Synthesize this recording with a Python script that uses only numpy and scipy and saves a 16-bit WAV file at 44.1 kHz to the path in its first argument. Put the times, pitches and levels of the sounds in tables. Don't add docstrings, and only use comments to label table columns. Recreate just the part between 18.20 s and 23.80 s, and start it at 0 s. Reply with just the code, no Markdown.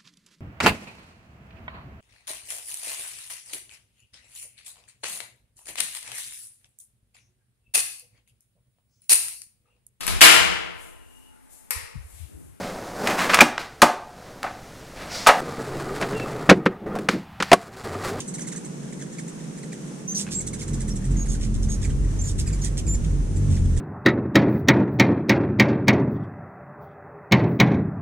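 import sys
import numpy as np
from scipy import signal
from scipy.fft import rfft, irfft, next_fast_len
from scipy.io import wavfile
from scipy.ndimage import uniform_filter1d, map_coordinates

SR = 44100
rng = np.random.default_rng(int(sys.argv[2]) if len(sys.argv) > 2 else 0)


def master_out(mix):
    frames = np.transpose(np.atleast_2d(mix))
    ceiling = np.clip(frames, -1, 1)
    pcm = np.round(ceiling * 32767).astype(np.int16)
    wavfile.write(sys.argv[1], SR, pcm)


N = 246959
TIME = np.arange(N) / SR


def amp(db):
    return 10 ** (np.asarray(db) / 20)


def unit(x):
    return x / np.sqrt(np.mean(x ** 2) + 1e-20)


def clock(length):
    return np.arange(int(length * SR)) / SR


def turns(hz, rate=SR):
    return 2 * np.pi * np.cumsum(hz) / rate


def curves(rows):
    s, *columns = np.transpose(rows)
    return [np.interp(TIME, s, column) for column in columns]


def weight(hz, points):
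    f, db = np.transpose(points)
    return amp(np.interp(np.log(np.maximum(hz, 1)), np.log(f), db))


def colour(x, points):
    size = next_fast_len(x.shape[-1])
    hz = np.arange(size // 2 + 1) * SR / size
    filtered = irfft(rfft(x, size) * weight(hz, points), size)
    return unit(filtered[..., :x.shape[-1]])


def wander(rate, t=TIME):
    knots = rng.standard_normal(size=4096)
    return map_coordinates(knots, [(t - t[0]) * rate], order=2, mode="wrap")


def place(x, pan_db, lag=0):
    i = np.arange(len(x))
    left = np.interp(i - np.round(lag), i, x)
    return np.array([amp(pan_db / 2) * left, amp(-pan_db / 2) * x])


def add(out, s, x):
    start = max(int(s * SR), 0)
    x = x[:, :max(N - start, 0)]
    out[:, start:start + x.shape[1]] += x


def swell(t, length, rise, fall):
    ramp = np.clip(np.minimum(t / rise, (length - t) / fall), 0, 1)
    return np.sin(np.pi / 2 * ramp) ** 2


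def syrinx(t, hz, rough, flutter_rate):
    return turns(hz * (1 + rough * wander(flutter_rate, t)))


# frequency in Hz, level in dB.
THROAT = [(3000, -24), (5000, -11.5), (6300, -0.5), (7800, 5), (9200, -2), (10400, -7.5), (11800, -30),
          (15000, -31)]
BODY = [(900, -17), (1500, 2), (2100, 2.5), (2900, -1), (5200, -12), (7000, -49)]


def voice(phase, hz, envelope, bright_db, body_db, throat=THROAT, hoarse=0):
    t = TIME[:len(phase)]
    stack = 0
    for k in range(1, 9):
        flicker = amp(3 * wander(220, t))
        below_limit = k * hz < SR / 2.5
        stack = stack + np.sin(k * phase) * flicker * below_limit
    source = envelope * (stack + hoarse * rng.standard_normal(len(t)))
    return amp(bright_db) * colour(source, throat) + amp(body_db) * colour(source, BODY)


def stutter(t, catch_hz=90.5):
    return np.cumsum(catch_hz * (1 + .2 * wander(60, t))) / SR % 1


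# frequency in Hz, level in dB.
OPEN_BILL = [(2500, -31), (3400, -4.5), (4700, -3.5), (6300, 1.5), (7600, 2.5), (9400, -1.5),
             (11300, -14.5), (14500, -26)]
# start in seconds, length in seconds, level of the bright overtones in dB, level of the body in dB.
RASPS = [(0, 0.017, -35, -46.5), (1.96, 0.092, -33, -53.5), (2.102, 0.064, -36.5, -53.5),
         (2.38, 0.058, -44.5, -62), (3.076, 0.11, -43, -78), (3.185, 0.12, -46, -54),
         (3.338, 0.034, -47, -62), (3.42, 0.039, -43.5, -72), (3.481, 0.097, -43, -80),
         (3.61, 0.048, -43.5, -65), (4.06, 0.08, -41.5, -72), (4.176, 0.054, -36.5, -54.5),
         (4.429, 0.06, -39.5, -57), (4.566, 0.049, -38, -50.5), (4.836, 0.024, -49, -54),
         (5.283, 0.14, -49, -60)]


def rasps(pitch_hz=3000, drop_octaves=.3, rough=.2, flutter_rate=1800, catch_db=2, pan_db=-4):
    out = np.zeros((2, N))
    for s, length, bright_db, body_db in RASPS:
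        t = clock(length)
        hz = pitch_hz * 2 ** (-drop_octaves * t / length)
        bursts = amp(4.2 * wander(1100, t) - catch_db * stutter(t))
        envelope = swell(t, length, .27 * length, .5 * length) * bursts
        phase = syrinx(t, hz, rough, flutter_rate)
        note = voice(phase, hz, envelope, bright_db, body_db, OPEN_BILL)
        add(out, s, place(note, pan_db, lag=5))
    return out


# frequency in Hz, level in dB.
HUM = [(40, -46), (112, -28), (142, 2), (190, 0), (260, -7), (350, -10), (480, -14), (700, -26),
       (1100, -27.5)]
# time in seconds, level of the hum in dB.
FLOCK = [(0, -35), (2, -35.5), (2.3, -35), (2.55, -34), (3.3, -35), (4.3, -36), (5.6, -32.5)]


def flock(count=6, slow_hz=41, fast_hz=58, pan_db=-1.75):
    out = 0
    t = TIME[::8]
    lags = np.linspace(-3, 4, count)
    for beat_hz, lag in zip(np.linspace(slow_hz, fast_hz, count), lags):
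        hz = beat_hz * (1 + .055 * wander(4, t) + .01172 * wander(35, t))
        phase = turns(hz, SR / 8)
        hum = 0
        for k in range(2, 19):
            hum = hum + weight(k * hz, HUM) * np.sin(k * phase + rng.uniform(0, 2 * np.pi))
        out = out + place(hum * amp(3.04 * wander(4.5, t)), pan_db, lag)
    out = signal.resample_poly(out, 8, 1, axis=1)[:, :N]
    loudness = np.sqrt(uniform_filter1d(np.mean(out ** 2, axis=0), size=SR // 4))
    return out / loudness * amp(curves(FLOCK)[0])


# frequency in Hz, level in dB.
AIR = [(30, 6), (450, 2), (1000, 2.5), (1900, -0.5), (3000, -5), (4700, -7.5), (6300, 1.5), (6900, -1),
       (7600, -1), (9400, -3.5), (11500, -18.5), (15000, -24.5)]


def garden(air_db=-46.5, trill_hz=9400, sag_hz=480, trill_db=-59):
    noise = rng.standard_normal((2, N)) + .14 * rng.standard_normal(N)
    air = amp(air_db + wander(6.8)) * colour(noise, AIR)
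    cycle = ((TIME - .21) / .337) % 1
    phase = turns(trill_hz - sag_hz * cycle)
    trill = np.array([unit(wander(350) * np.cos(phase + 2 * wander(350))) for _ in range(2)])
    return air + amp(trill_db) * trill * swell(cycle, .85, .59, .051)


def chip(start_hz, slide, bright_db, body_db, length, attack, release, rough, hold, hoarse):
    t = clock(length)
    age = t / length
    hz = start_hz * 2 ** (-slide * t * (2 * age) ** hold)
    flicker = amp(2.2 * (.5 + age) * wander(700, t))
    envelope = swell(t, length, attack, release) * flicker
    phase = syrinx(t, hz, rough * (.16 + 3.97 * age ** 2), 1404)
    return voice(phase, hz, envelope, bright_db, body_db, hoarse=hoarse * age)


# start in seconds, starting pitch in Hz,
# fall in octaves per second (averaged up to mid-note), level of the bright overtones in dB, level of the body in dB.
CHATTER = [(.074, 2216, 15, -37, -79), (.136, 2240, 13, -36.5, -59), (.204, 2204, 11.6, -38, -56),
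           (.266, 2235, 18.6, -37.5, -51), (.356, 2210, 13, -38.5, -54.5), (.443, 2260, 13, -42.5, -59),
           (2.198, 2346, 16, -35, -58), (2.263, 2330, 24, -34, -61), (2.328, 2316, 23, -37.5, -52),
           (2.412, 2310, 16, -40, -51), (2.473, 2250, 31, -40.5, -59), (2.529, 2186, 24, -39.5, -59),
           (2.6, 2174, 22, -39, -54.5), (2.677, 2105, 20.5, -39, -58), (2.753, 2129, 20, -40.5, -66),
           (2.839, 2045, 20, -43, -56.5), (2.905, 2070, 19, -46, -75), (3.616, 1938, 10.03, -55, -51.5),
           (3.638, 2562, 17.6, -40, -47), (4.266, 2598, 10.3, -38, -54), (4.325, 2470, 8, -39.5, -57),
           (4.435, 2160, 13.3, -36.5, -51.5), (4.462, 2096, 13.5, -43.5, -53),
           (4.663, 2571, 8.4, -38.5, -58), (5.158, 2603, 21, -44, -66), (5.563, 1980, 14, -41, -52)]


def chatter(length=.033, attack=.0067, release=.023, rough=.06, pan_db=-4):
    out = np.zeros((2, N))
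    for s, hz, slide, bright_db, body_db in CHATTER:
        note = chip(hz, slide, bright_db, body_db, length, attack, release, rough, hold=.465, hoarse=3.2)
        add(out, s, place(note, pan_db, lag=2))
    return out


# start in seconds, starting pitch in Hz,
# level of the bright overtones in dB, level of the body in dB.
CHIPS = [(0.181, 2430, -39.5, -48.5), (.246, 2240, -54, -55), (0.316, 2370, -39, -48.5),
         (.342, 2190, -60, -52.5), (0.721, 2550, -49, -54), (.792, 2215, -48, -59),
         (0.811, 2296, -44, -49.5), (0.923, 2370, -46.5, -66), (.983, 2494, -40.5, -46.5),
         (1.076, 2394, -43, -59), (1.373, 2425, -47, -57), (1.427, 2500, -48, -52.5),
         (1.519, 2595, -44, -48.5), (2.953, 2352, -54, -55), (3.055, 2420, -44, -55),
         (3.14, 2193, -47, -57), (3.692, 2160, -48, -51.5), (4.292, 2233, -58, -53.5),
         (4.74, 2650, -43, -55), (5.365, 2304, -55, -52)]


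def chips(slide=37, length=.0272, attack=.0034, release=.019, rough=.039, pan_db=-3):
    out = np.zeros((2, N))
    for s, hz, bright_db, body_db in CHIPS:
        note = chip(hz, slide, bright_db, body_db, length, attack, release, rough, hold=.16, hoarse=1.4)
        add(out, s, place(note, pan_db, lag=2))
    return out


def far_chips(count=46, length=.025, pitch_hz=2300, slide=30, bright_db=-57, body_db=-59):
    out = np.zeros((2, N))
    t = clock(length)
    for when, size, pitch, side in rng.uniform(-.9, 1, (count, 4)):
        hz = pitch_hz * (1 + .12 * pitch) * 2 ** (-slide * t)
        envelope = swell(t, length, length / 2, length / 2)
        note = voice(syrinx(t, hz, .042, 743), hz, envelope, bright_db, body_db)
        add(out, (when + 1) / 2 * N / SR, place(note * amp(2 * size), 2 * side, lag=10 * side))
    return out


def wingbeat(beat_hz, stroke, jitter, dart_db, twist):
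    phase = turns(beat_hz * (1 + jitter * wander(22)))
    pulse = 0
    for k, db in stroke:
        gain = amp(db + min(k, 2) * wander(20))
        pulse = pulse + gain * np.cos(k * phase + twist * (k - 1) * wander(14))
    return unit(pulse * amp(dart_db * wander(13)))


# multiple of the beat rate, average level in dB.
STROKE = [(1, 8), (2, -11), (3, -7), (4, -20.5), (6, -22), (7, -22.5), (9, -26.5)]
# time in seconds, level in dB.
DRONE = [(1.8, -62), (1.9, -37.5), (2.04, -36.5), (2.35, -50.5), (2.53, -35), (3.5, -35.5), (3.75, -48)]
# time in seconds, average wingbeats per second, level of the beats in dB.
HOVER = [(2.0, 40.3, -48), (2.46, 39, -44), (2.52, 47, -27), (2.82, 37.2, -33), (2.92, 45.8, -22),
         (3.03, 42.5, -25), (3.38, 43.2, -21.5), (3.59, 41.3, -27.5), (3.74, 46.8, -22),
         (3.98, 45.6, -26.5), (4.1, 46.9, -26.5), (4.94, 46.1, -23.5), (5.1, 47.7, -25), (5.6, 39, -22.5)]


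def bass_entry():
    return np.clip((TIME - HOVER[0][0]) * 4, 0, 1)


def nearest_bird(whirr_db=-10.5, early_db=6, ease_s=.47, jostle_s=3.7, closest_db=-25, carry=.57):
    beat_hz, near_db = curves(HOVER)
    jostled = np.clip((TIME - jostle_s) * 2, 0, 1)
    beats = wingbeat(beat_hz, STROKE, jitter=.02 + .0798 * jostled, dart_db=1.4 + 1.2 * jostled, twist=.35)
    thump = signal.sosfiltfilt(signal.butter(3, 105, fs=SR, output="sos"), beats)
    easing = np.exp(-np.maximum(TIME - HOVER[2][0], 0) / ease_s)
    overtone_db = closest_db + carry * (near_db - closest_db) + whirr_db + early_db * easing
    whirr = unit(beats - thump) * amp(overtone_db)
    drone = wingbeat(beat_hz, [(5, 0)], jitter=.008, dart_db=.5, twist=.08) * amp(curves(DRONE)[0])
    return place(bass_entry() * (thump * amp(near_db) + whirr) + drone, -1.4, lag=4)


# frequency in Hz, level in dB.
WASH = [(22, 4), (65, 14.5), (150, 4), (400, -20.5), (1200, -59)]


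def downwash(wash_db=-5):
    near_db = curves(HOVER)[1]
    noise = rng.standard_normal(N) + .77 * rng.standard_normal((2, N))
    return bass_entry() * colour(noise, WASH) * amp(near_db + wash_db + 2 * wander(9))


# multiple of the beat rate, average level in dB.
RIVAL_STROKE = [(2, 14.5), (3, 4), (4, -7.5), (5, -4), (6, -6)]
# time in seconds, average wingbeats per second, level in dB.
RIVAL = [(2.3, 41.4, -40.5), (4.3, 48, -29), (5.0, 48.7, -39.5), (5.15, 46, -23), (5.26, 55.8, -28),
         (5.31, 47.6, -16), (5.36, 41, -23.5), (5.42, 45, -19.5), (5.6, 39, -28.5)]


def rival_bird():
    beat_hz, level_db = curves(RIVAL)
    beats = wingbeat(beat_hz, RIVAL_STROKE, jitter=.04, dart_db=1.8, twist=.6)
    return bass_entry() * place(beats * amp(level_db), -.45, lag=-22)


# start in seconds, length in seconds, pitch in Hz, glide over the note in Hz,
# level in dB before a common lift of 1 dB, roughness from 0 to 1.
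SQUEALS = [(1.875, 0.065, 6030, 376, -31.5, 0.01), (1.943, 0.044, 6300, -250, -29, 0.04),
           (2.145, 0.062, 7390, 182, -29, 0.01), (2.7, .032, 5600, 80, -43, 0.03),
           (2.964, 0.03, 6470, 60, -42.5, 0.03), (2.988, 0.058, 6630, -33, -37.5, .01),
           (3.079, 0.063, 6670, -100, -41.5, 0.03), (3.486, 0.068, 6550, -26, -40, 0.01),
           (3.986, 0.03504, 6270, 30, -38.5, 0.01), (4.01, 0.024, 6980, 500, -34.5, 0),
           (4.034, 0.077, 7200, -300, -38, 0.04), (4.412, 0.056, 6700, -150, -39.5, 0.06),
           (4.68, .089, 7130, 70, -31, 0)]


def squeals(gain_db=1, octave_db=-26, breakup=9, scoop=55, arch_hz=47, pan_db=-3):
    out = np.zeros((2, N))
    for start, length, pitch_hz, glide_hz, db, rough in SQUEALS:
        t = clock(length)
        hz = pitch_hz + glide_hz * t / length + arch_hz * np.sin(np.pi * t / length)
        scooped_hz = hz * (1 - scoop * rough ** 2 * np.exp(-5 * stutter(t)))
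        phase = syrinx(t, scooped_hz, rough, 1140)
        flutter = amp((1 + 25 * rough) * wander(260, t))
        envelope = amp(db) * flutter * swell(t, length, .0059, .24 * length)
        tone = np.sqrt(2) * (np.sin(phase) + amp(octave_db) * np.sin(2 * phase))
        hiss = breakup * rough * colour(rng.standard_normal(len(t)), OPEN_BILL)
        add(out, start, place(envelope * (tone + hiss), pan_db, lag=19))
    return amp(gain_db) * out


# start in seconds, starting level of the ring in dB, ring in Hz.
TICKS = [(2.067, -37.5, 2600), (2.0763, -40, 1650), (2.0883, -37.5, 2480)]


def ticks(decay_s=.0027, crack=.89):
    out = np.zeros((2, N))
    t = clock(10 * decay_s)
    for s, db, hz in TICKS:
        noise = crack * colour(rng.standard_normal(len(t)), BODY)
        ring = (np.sin(2 * np.pi * hz * t) + noise) * np.exp(-t / decay_s)
        add(out, s, place(amp(db) * ring, 0))
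    return out


def wall(x, wet_db, t60=.09, gap_s=.0038):
    t = np.arange(SR // 4) / SR
    echo = rng.standard_normal((2, len(t))) * amp(-60 * t / t60) * np.clip(t / gap_s - 1, 0, 1)
    echo /= np.sqrt(np.sum(echo ** 2, axis=1, keepdims=True))
    return x + amp(wet_db) * signal.fftconvolve(x, echo, axes=1)[:, :N]


def scene():
    calls = wall(rasps() + chatter() + chips() + far_chips() + ticks(), wet_db=-6)
    whistles = wall(squeals(), wet_db=-10)
    wings = flock() + nearest_bird() + downwash() + rival_bird()
    return calls + whistles + wings + garden()


def record(dry, top_hz=14700):
    soft = dry * swell(TIME, N / SR, .002, .005)
    return signal.sosfilt(signal.ellip(8, .2, 70, top_hz, fs=SR, output="sos"), soft)


dry = scene()
out = record(dry)
master_out(out)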